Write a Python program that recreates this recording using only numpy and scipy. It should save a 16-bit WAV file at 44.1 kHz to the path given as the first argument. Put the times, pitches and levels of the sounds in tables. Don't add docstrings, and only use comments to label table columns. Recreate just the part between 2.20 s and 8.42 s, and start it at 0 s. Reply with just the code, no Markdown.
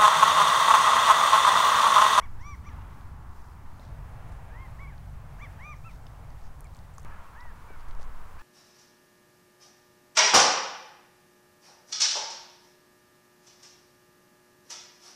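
import sys
import numpy as np
from scipy import signal
from scipy.fft import rfft, irfft
from scipy.io import wavfile
from scipy.ndimage import uniform_filter1d

SR = 44100
rng = np.random.default_rng(int(sys.argv[2]) if len(sys.argv) > 2 else 0)


def waveform_to_disk(signal):
    frames = np.transpose(np.atleast_2d(signal))
    scaled = np.clip(frames, -1, 1) * 32767
    samples = np.round(scaled).astype(np.int16)
    wavfile.write(sys.argv[1], SR, samples)


def to_linear_factor(level_db):
    exponent = np.asarray(level_db, float) / 20
    return 10 ** exponent


N = 274302


def level(x, db):
    return x * to_linear_factor(db) / np.sqrt(np.mean(x ** 2))


def shaped(points, lo_hz, hi_hz):
    f = np.fft.rfftfreq(N, 1 / SR) + 0.18
    point_hz, point_db = np.array(points, float).T
    gain = to_linear_factor(np.interp(np.log(f), np.log(point_hz), point_db))
    gain = gain / np.sqrt((1 + (lo_hz / f) ** 8) * (1 + (f / hi_hz) ** 8))
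    return level(irfft(rfft(rng.standard_normal(N)) * gain, N), 0)


def walk(rate, n):
    hold = int(SR / rate)
    steps = np.repeat(rng.standard_normal(n // hold + 1), hold)
    return 1.12 * uniform_filter1d(uniform_filter1d(steps, hold), hold)[:n]


def band(x, hz, width_hz):
    lo = max(hz - width_hz / 2, hz / 5)
    hi = min(hz + width_hz / 2, .45 * SR)
    return signal.sosfilt(signal.butter(2, [lo, hi], "band", fs=SR, output="sos"), x)


def add(out, x, s):
    i = max(int(s * SR), 0)
    out[i:i + len(x)] += x[:N - i]


# t/s, step in signal level
SPLICES = [
    (1.596, .01),
    (4.849, -.016),
]


def splices():
    out, t = np.zeros(N), np.arange(N) / SR
    for s, step in SPLICES:
        out += step * (t >= s) * np.exp(-np.abs(t - s) / 0.016)
    return out


def spans():
    cuts = [0] + [s for s, _ in SPLICES] + [np.inf]
    return list(zip(cuts, cuts[1:]))


# f/Hz, level/dB per Hz
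AIR_FIRST = [(18, -44), (30, -6.5), (75, -1.5), (167, -18), (322, -26.5), (429, -31), (476, -31),
             (608, -31.5), (916, -22), (1350, -25.5), (1880, -34), (4000, -53), (5200, -87), (8800, -120)]
AIR_SECOND = [(18, -22), (30, 3), (71, -2), (139, -6), (189, -18), (247, -23), (350, -27.5), (457, -25.5),
              (827, -20), (1320, -23.5), (1660, -26), (4000, -44.5), (5200, -81), (8800, -120)]
AIR_THIRD = [(18, -31), (30, -12), (55, -3.5), (71, -8.5), (193, -22.5), (237, -27.5), (297, -30),
             (372, -29), (844, -24), (935, -19.5), (1410, -20.5), (4000, -41), (5200, -73), (8800, -120)]
AIR = (AIR_FIRST, AIR_SECOND, AIR_THIRD)
# t/s, level/dB
ROAD = [
    [(0, -48.5), (.06, -55.5), (.42, -56), (.54, -50.5), (.9, -54.5), (1.2, -54.5), (1.59, -54.5)],
    [(1.59, -54.5), (2.14, -52), (2.6, -54), (2.9, -56), (3.3, -53.5), (3.68, -57), (4.05, -54.5),
     (4.7, -57)],
    [(4.85, -50), (5.36, -54), (5.85, -51), (6.05, -52.5)],
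]


def road():
    out, t = np.zeros(N), np.arange(N) / SR
    for curve, colour, (start, end) in zip(ROAD, AIR, spans()):
        road_db = np.interp(t, *np.transpose(curve))
        hum = to_linear_factor(road_db - 1.5 + 0.4 * walk(6, N)) * shaped(colour, 246, 1355)
        tyres = to_linear_factor(road_db - 10 + 0.76 * walk(5.69, N)) * shaped(colour, 1676, 3500)
        out += (hum + tyres) * ((t >= start) & (t < end))
    return out


# f/Hz, level/dB per Hz
HISS = [(1470, -37), (2500, -12), (2980, -7), (4230, -7), (15000, -12.5), (15500, -12.5)]
LEAVES_DB = (-69.5, -69, -68)
LEAF_SHARE, ROAD_MEAN_DB = 0.084, -54


def leaves():
    out, t = np.zeros(N), np.arange(N) / SR
    for leaves_db, curve, (start, end) in zip(LEAVES_DB, ROAD, spans()):
        road_db = np.interp(t, *np.transpose(curve))
        hiss_db = leaves_db + LEAF_SHARE * (road_db - ROAD_MEAN_DB)
        hiss = to_linear_factor(hiss_db + 0.5 + 0.81 * walk(14, N)) * shaped(HISS, 2860, 20200)
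        out += hiss * ((t >= start) & (t < end))
    return out


# t/s, level/dB
WIND = [
    [(0, -43.5), (.5, -39.5), (1.2, -45), (1.43, -43.5), (1.59, -43.5)],
    [(1.59, -41), (1.7, -39.5), (1.87, -41.5), (2.1, -41), (2.9, -40.5), (3.6, -42), (3.85, -44),
     (4.7, -43.5), (4.85, -47.5)],
    [(4.85, -43), (5.08, -51), (5.34, -47), (6.22, -49.5)],
]
# t/s, half length/s, level/dB
GUSTS = [(0, 0.66, -35.5), (1.05, 0.48, -43.5), (1.486, 0.078, -38), (1.98, .2, -44), (2.55, 0.21, -42.5),
         (2.937, .08, -44), (3.678, 0.074, -45), (4.27, 0.27, -41.5), (4.954, 0.17, -39), (5.33, 0.18, -37),
         (5.808, 0.39, -28.5), (6.2, .15, -40.5)]
CALM_DB = -51


def wind():
    out, t = np.zeros(N), np.arange(N) / SR
    swell = to_linear_factor(CALM_DB)
    for s, half, db in GUSTS:
        swell = swell + to_linear_factor(db) * np.cos(np.pi / 2 * np.clip((t - s) / half, -1, 1)) ** 2
    for curve, colour, (start, end) in zip(WIND, AIR, spans()):
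        rumble_db = np.interp(t, *np.transpose(curve))
        heave = shaped([(2, -1.0), (10, 1.0), (30, -15)], 1.21, 26.6)
        blow = swell * to_linear_factor(2.5) * np.tanh(heave)
        blow += to_linear_factor(rumble_db - 1.5 + 1.0 * walk(9, N)) * shaped(colour, 28.0, 278)
        out += blow * np.clip(np.minimum(t - start, end - t) / 0.0038, 0, 1)
    return out


# centre t/s, half length/s, level/dB, centre f/Hz, width f/Hz
RUSTLES = [(0.22, .03, -70, 5530, 2520), (0.597, 0.28, -68.5, 2600, 1500), (1.237, .13, -75, 5500, 1500),
           (1.656, .14, -69.5, 4470, 3000), (2.13, 0.096, -69.5, 7000, 6000),
           (3.206, 0.035, -71, 6460, 1200), (3.575, 0.022, -69.5, 6000, 1200),
           (3.741, 0.07, -68, 5030, 4000), (3.83, 0.044, -74, 7500, 1500),
           (4.253, 0.062, -69.5, 5840, 2000), (5.605, 0.02, -67.5, 4500, 3500),
           (6.204, .03, -63.5, 4000, 3000), (5.7, .05, -69, 6000, 5000), (5.823, 0.045, -62.5, 4750, 5000)]


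def rustles():
    out = np.zeros(N)
    for s, length, db, hz, width_hz in RUSTLES:
        n = int(2 * length * SR)
        grains = rng.standard_normal(n) * to_linear_factor(5.1 * walk(300, n))
        add(out, level(band(grains, hz, width_hz), db) * np.hanning(n), s - length)
    return out


def ticks(table):
    out, t = np.zeros(N), np.arange(2048) / SR
    for s, db, hz, share, ring in table:
        noise = rng.standard_normal(len(t))
        push = noise * to_linear_factor(-60 * t / max(ring, .001)) + 7.1 * (t == 0)
        snap = band(push, hz, hz * np.clip(share, .08, 1.6))
        add(out, snap * to_linear_factor(db) / np.abs(snap).max(), s)
    return out


# t/s, peak level/dB, centre
# f/Hz, width as share of centre, ring/s
KNOCKS = [(3.866, -45, 1000, .5, .015), (4.782, -38, 1100, .3, .015), (5.82, -40, 800, 1.2, .012),
          (5.797, -43, 600, .9, .015), (5.253, -41, 780, .3, .025), (5.504, -40, 480, .9, .03),
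          (1.596, -50, 400, 1.2, .02)]


def knocks():
    return ticks(KNOCKS)


# t/s, peak level/dB, centre f/Hz, width as share of centre
PINGS = [(1.597, -52.5, 3900, .15), (2.78, -51, 4400, .3), (3.8668, -49.5, 5200, .1),
         (3.867, -49, 3180, 0.27), (4.1045, -53, 5100, .3), (4.4437, -45, 7800, 0.32),
         (4.47, -56, 4800, .3), (4.548, -51, 4600, 0.2), (4.548, -51, 7300, 0.26), (4.739, -56, 7500, 0.27),
         (4.748, -58, 7500, .15), (4.753, -59, 7500, .15), (4.782, -38, 6300, .35),
         (4.7825, -46.5, 9800, 0.25), (4.797, -47, 6700, .36), (4.831, -48, 7600, .4),
         (5.204, -51, 4100, .2), (5.208, -50, 5000, .15)]
PING_RING_S = 0.011


def fittings():
    return ticks([(*row, PING_RING_S) for row in PINGS])


# t/s, peak level/dB, centre f/Hz
SNAPS = [(.8105, -50, 3300), (2.122, -56, 4000), (4.217, -53, 6000), (4.4072, -35.5, 10700),
         (4.4575, -54, 9000), (4.4705, -55, 8000), (4.539, -54, 7000), (4.568, -44, 7000),
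         (4.59, -47, 4760), (4.559, -50, 3300), (4.8035, -48, 9000), (4.819, -50, 7500),
         (4.8472, -45, 8000), (5.596, -52, 4300), (5.608, -54, 4500), (5.711, -45, 3970), (5.75, -49, 5500),
         (5.799, -52, 4500), (5.813, -49, 4600), (5.83, -43, 5470)]
SNAP_SHARE, SNAP_RING_S = .55, .005


def twigs():
    return ticks([(*row, SNAP_SHARE, SNAP_RING_S) for row in SNAPS])


def ease(u, bend):
    u = np.clip(u, 0, 1) ** 2
    return u / (1 - bend * (1 - u))


ATTACK_S, EDGE_DB, DULL_DB = .009, 13, 4


def arch(shape, start, top, end, top_hz, db):
    rise, rise_bend, fall, fall_bend, sag_db, release = shape
    t = np.arange(start, end, 1 / SR)
    up = ease((top - t) / (top - start), rise_bend)
    down = ease((t - top) / (end - top), fall_bend)
    edge = np.clip(np.minimum((t - start) / ATTACK_S, (end - t) / release), 0, 1)
    hz = top_hz * (1 - rise * up - fall * down)
    loud_db = db - sag_db * (up + down) - EDGE_DB * (1 - edge)
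    return hz, loud_db, -DULL_DB * (up + down)


# f/Hz, level/dB
THROAT = [(600, -15), (1000, -5), (1200, -3), (1600, -2), (2300, 0), (2800, -10), (3500, -13), (4000, -26),
          (4700, -25), (5200, -24), (5800, -6), (6100, -12), (6500, -26), (7100, -24)]
# start drop as share, rise ease, end drop as share, fall ease, sag level/dB, release/s
CHIP = (.4, .35, .38, .25, 10, .008)
SLOWER = (.29, .5, .25, -2.5, 5, .006)
DIP = (.02, .2, .17, .5, 1, .008)
LONG = (.41, -.6, .36, -3.6, 8, .005)
TAIL = (.36, .45, .33, .89, 7, .02)
HIGH = (.25, -.3, .33, .5, 11, .012)
FAR = (.34, -.3, .24, -.3, 7, .02)
HELD = (.33, -1.8, .065, .6, 4, .004)
SLUR = (.08, .2, .39, .8, 4, .015)
DROOP = (.03, .2, .14, .3, 1, .03)
# arch, start t/s, top t/s, end t/s, top f/Hz, second partial level/dB
BIRDS = [
    ((6.7, -1.4, -8), [(CHIP, 0, .038, .075, 1145, -53.5)]),
    ((7.8, -6, 0), [(LONG, .185, .29, .358, 1174, -54), (TAIL, .435, .476, .552, 1196, -56.5)]),
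    ((3.7, -10.5, -26), [(SLOWER, 2.29, 2.425, 2.478, 1070, -55.5), (HELD, 2.585, 2.628, 2.67, 1135, -52.5), (SLUR, 2.664, 2.682, 2.76, 1165, -59)]),
    ((-1, -6.5, -17), [(CHIP, 3.185, 3.233, 3.28, 1180, -48), (HIGH, 3.63, 3.669, 3.73, 1350, -56)]),
    ((0.72, -12, -13), [(LONG, 3.385, 3.487, 3.549, 1215, -48.5)]),
    ((4.3, -23, -24), [(FAR, 5.14, 5.225, 5.33, 988, -55), ]),
    ((-4, -6, -22), [(HIGH, 6.175, 6.225, 6.3, 890, -55)]),
    ((-3, -8, -22), [(CHIP, 4.885, 4.933, 4.975, 870, -57.5)]),
    ((-8, -2.5, -22), [(DROOP, 5.478, 5.495, 5.6, 772, -64)]),
    ((-20, -20, -30), [(DIP, 4.442, 4.446, 4.47, 1220, -61), (DIP, 1.612, 1.625, 1.645, 2080, -72)]),
]
SHIMMER_DB, WOBBLE = 1.5, .004
ECHO_DB, ECHO_T60_S = -15, 0.36


def quail():
    out, throat = np.zeros(N), np.array(THROAT, float)
    for (first_db, third_db, high_db), notes in BIRDS:
        for shape, start, top, end, top_hz, db in notes:
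            hz, loud_db, dull_db = arch(shape, start, top, end, top_hz, db)
            n = len(hz)
            pitch = uniform_filter1d(hz, size=300, mode="nearest") * (1 + WOBBLE * walk(102.4, SR // 2)[:n])
            phase = 2 * np.pi * np.cumsum(pitch) / SR
            high = high_db + dull_db
            partials_db = (first_db + dull_db, 0, third_db + dull_db, high, high, high)
            voice = 0
            for k, own_db in enumerate(partials_db, start=1):
                mouth_db = np.interp(k * pitch, *throat.T) - np.interp(2 * pitch, *throat.T)
                shimmer_db = SHIMMER_DB * walk(68, SR // 2)[:n]
                voice = voice + to_linear_factor(own_db + mouth_db + shimmer_db) * np.sin(k * phase)
            add(out, np.sqrt(2) * voice * to_linear_factor(loud_db), start)
    t = np.arange(SR // 2) / SR
    tail = rng.standard_normal(len(t)) * to_linear_factor(-60 * t / ECHO_T60_S) * np.clip(t / 0.019, 0, 1)
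    return out + to_linear_factor(ECHO_DB) * signal.fftconvolve(out, tail / np.linalg.norm(tail))[:N]


def scene():
    background = splices() + road() + leaves() + wind()
    close = rustles() + knocks() + fittings() + twigs()
    return (background + close + quail())[None, :]


def band_limit(x):
    return signal.sosfilt(signal.butter(12, 16040, fs=SR, output="sos"), x)


TOP_HZ, OFFSET = 15790, -0.0022


def record(dry):
    cut = signal.sosfilt(signal.ellip(12, .1, 60, TOP_HZ, fs=SR, output="sos"), dry)
    return band_limit(cut + OFFSET)


dry = scene()
out = record(dry)
waveform_to_disk(out)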